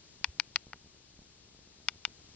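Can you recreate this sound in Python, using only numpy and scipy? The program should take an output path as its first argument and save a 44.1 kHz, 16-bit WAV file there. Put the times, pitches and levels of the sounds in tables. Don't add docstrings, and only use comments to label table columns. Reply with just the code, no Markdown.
import sys
import numpy as np
from scipy import signal
from scipy.fft import rfft, irfft
from scipy.io import wavfile

SR = 44100
rng = np.random.default_rng(int(sys.argv[2]) if len(sys.argv) > 2 else 0)


def digitize_waveform(pressure):
    field = np.atleast_2d(pressure).T
    bounded = np.clip(field, -1, 1)
    quanta = np.round(bounded * 32767).astype(np.int16)
    wavfile.write(sys.argv[1], SR, quanta)


N = 103635


def bill_claps():
    # start_s, strength_db, pitch_ratio, brightness_hz, middle_tone_db,
    # bounce_ms, bounce_share, jacket_ms, jacket_share
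    clap_list = [ (0.2438, 3.5, 1, 4400, -0.5, 0.25, 0.13, 1.154, 0.43),
                 (0.3988, 1.33, 0.94, 9100, -3, 0.7, 0.21, 1.28, 0.29),
                 (0.5595, 2.1, 0.94, 6350, 1, 0.677, 0.2, 1.483, 0.44),
                 (0.7322, 4.5, 0.96, 800, -4, 0.63, 0.36, 1.42, 0.31),
                 (1.8855, 2.46, 1.032, 4460, 3.5, 0.83, 0.1, 1.405, 0.45),
                 (2.0513, 3.5, 1.04, 2860, 5, 0.32, 0.17, 1.37, 0.48), ]
    # pitch_hz, gain_db
    far_side = [(1000, -5), (2500, -5.5), (4500, -18), (7000, -12)]
    claps = 0
    for (start_s, strength_db, pitch_ratio, brightness_hz, middle_tone_db,
         bounce_ms, bounce_share, jacket_ms, jacket_share) in clap_list:
        strike = undb(strength_db) * delay(1000 * start_s) * lowpass(brightness_hz)
        with_bounce = strike * (1 + bounce_share * delay(bounce_ms))
        ringing = with_bounce * bill_ring(pitch_ratio, middle_tone_db)
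        claps = claps + ringing * (1 + jacket_share * delay(jacket_ms))
    left = claps * highpass(hz=741)
    right = left * undb(over_hz(far_side)) * delay(ms=0.056)
    return irfft(np.array([left, right]) * garden_echoes(), N)


def bill_ring(pitch_ratio, middle_tone_db):
    # pitch_hz, width_hz, gain_db
    tones = [(969, 235, 10), (1550, 816, 7.5), (2512, 504, 15.5), (3415, 330, 12), (4660, 760, 17.5),
             (6110, 1880, 8.5)]
    middle = len(tones) // 2
    ring = 0
    for k, (pitch_hz, width_hz, gain_db) in enumerate(tones):
        gain = undb(gain_db + middle_tone_db * (k == middle))
        direction = (-1) ** k
        ring = ring + direction * gain * resonance(pitch_hz * pitch_ratio, width_hz)
    return ring


def garden_echoes():
    # start_ms, fade_s (to fall 60 dB), gain_db
    echoes = [(1.6, 0.0096, -15), (6, 0.029, -29.5), (18, 0.41, -35.5)]
    t = np.arange(N) / SR
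    ground = undb(-18) * delay(ms=8.1) * lowpass(hz=1980)
    paths = 1 + ground
    for start_ms, fade_s, gain_db in echoes:
        tail = rng.standard_normal((2, N)) * np.exp(-np.log(1000) * t / fade_s)
        tail /= np.linalg.norm(tail, axis=1, keepdims=True)
        paths = paths + undb(gain_db) * delay(start_ms) * rfft(tail)
    return paths


def hiss():
    # pitch_hz, gain_db
    colour = [(15, -60), (25, -12.5), (37, -24.5), (51, -7.5), (70, -1.5), (92, -3), (206, -8), (245, -11),
              (400, -11), (524, -18.5), (991, -21.5), (1430, -23.5), (4320, -19.5), (7230, -24),
              (8800, -39), (11400, -85), (19400, -120)]
    # pitch_hz, likeness (1 the same, -1 opposite)
    ear_likeness = [(120, 0.81), (300, 0.45), (1000, 0.23), (2070, 0.57), (4200, -0.37), (8000, -0.9)]
    # pitch_hz, difference_db
    left_lean = [(180, -0.5), (310, 4), (540, 3.5), (1640, 2.5), (2840, 6.5), (4920, 6), (8500, 1)]
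    # time_s, gain_db
    swell = [(0, 1), (.6, -1), (1.1, -1), (1.9, -0.5), (2.3, 1.5)]
    shared, opposed = rfft(rng.standard_normal((2, N)))
    ears = np.array([[1], [-1]])
    likeness = over_hz(ear_likeness)
    noise = np.sqrt(1 + likeness) * shared + ears * np.sqrt(1 - likeness) * opposed
    noise /= np.sqrt(1 + np.maximum(likeness, -.5))
    noise *= undb(over_hz(colour) + ears * over_hz(left_lean) / 2)
    gain = undb(-61 + over_time(swell)) / irfft(noise.mean(axis=0), N).std()
    bass_cut = undb(-4.5 * abs(lowpass(hz=347)))
    return gain * irfft(noise * bass_cut, N)


def fluttering_hum(rate_hz=69.87, jitter_share=0.168, spread_db=5.5, count=400):
    # time_s, level_db
    loudness = [(0, -67), (.45, -61.5), (.65, -64), (1.03, -69), (1.19, -61), (1.36, -66.5), (2.3, -63.5)]
    timing, size = rng.standard_normal((2, count))
    starts = ((np.arange(count) + jitter_share * timing) / rate_hz * SR).astype(int)
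    inside = (starts >= 0) & (starts < N)
    pulses = np.bincount(starts[inside], undb(spread_db * size[inside]), N)
    hum = irfft(rfft(pulses) * lowpass(hz=232) * highpass(hz=12), N)
    return -hum / hum.std() * undb(over_time(loudness))


def bump(peak_s=.293, pitch_hz=67.7, width_s=.011, level_db=-41.5):
    t = np.arange(N) / SR - peak_s
    return undb(level_db) * np.exp(-(t / width_s) ** 2) * np.cos(2 * np.pi * pitch_hz * t)


def undb(db):
    return 10 ** (np.asarray(db) / 20)


def freqs():
    return np.arange(N // 2 + 1) * SR / N


def over_hz(points):
    hz, value = np.array(points, float).T
    return np.interp(np.log(freqs() + 1), np.log(hz), value)


def over_time(points):
    return np.interp(np.arange(N) / SR, *np.array(points, float).T)


def delay(ms):
    return np.exp(-2j * np.pi * freqs() * ms / 1000)


def lowpass(hz):
    return 1 / (1 + 1j * freqs() / hz) ** 2


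def highpass(hz):
    return (1j * freqs() / (hz + 1j * freqs())) ** 2


def resonance(hz, width_hz):
    f = freqs()
    return 1j * f * width_hz / (hz ** 2 - f ** 2 + 1j * f * width_hz)


def scene():
    return bill_claps() + hiss() + fluttering_hum() + bump()


def record(dry, top_hz=8500):
    return signal.sosfiltfilt(signal.butter(14, top_hz, fs=SR, output="sos"), dry)


dry = scene()
out = record(dry)
digitize_waveform(out)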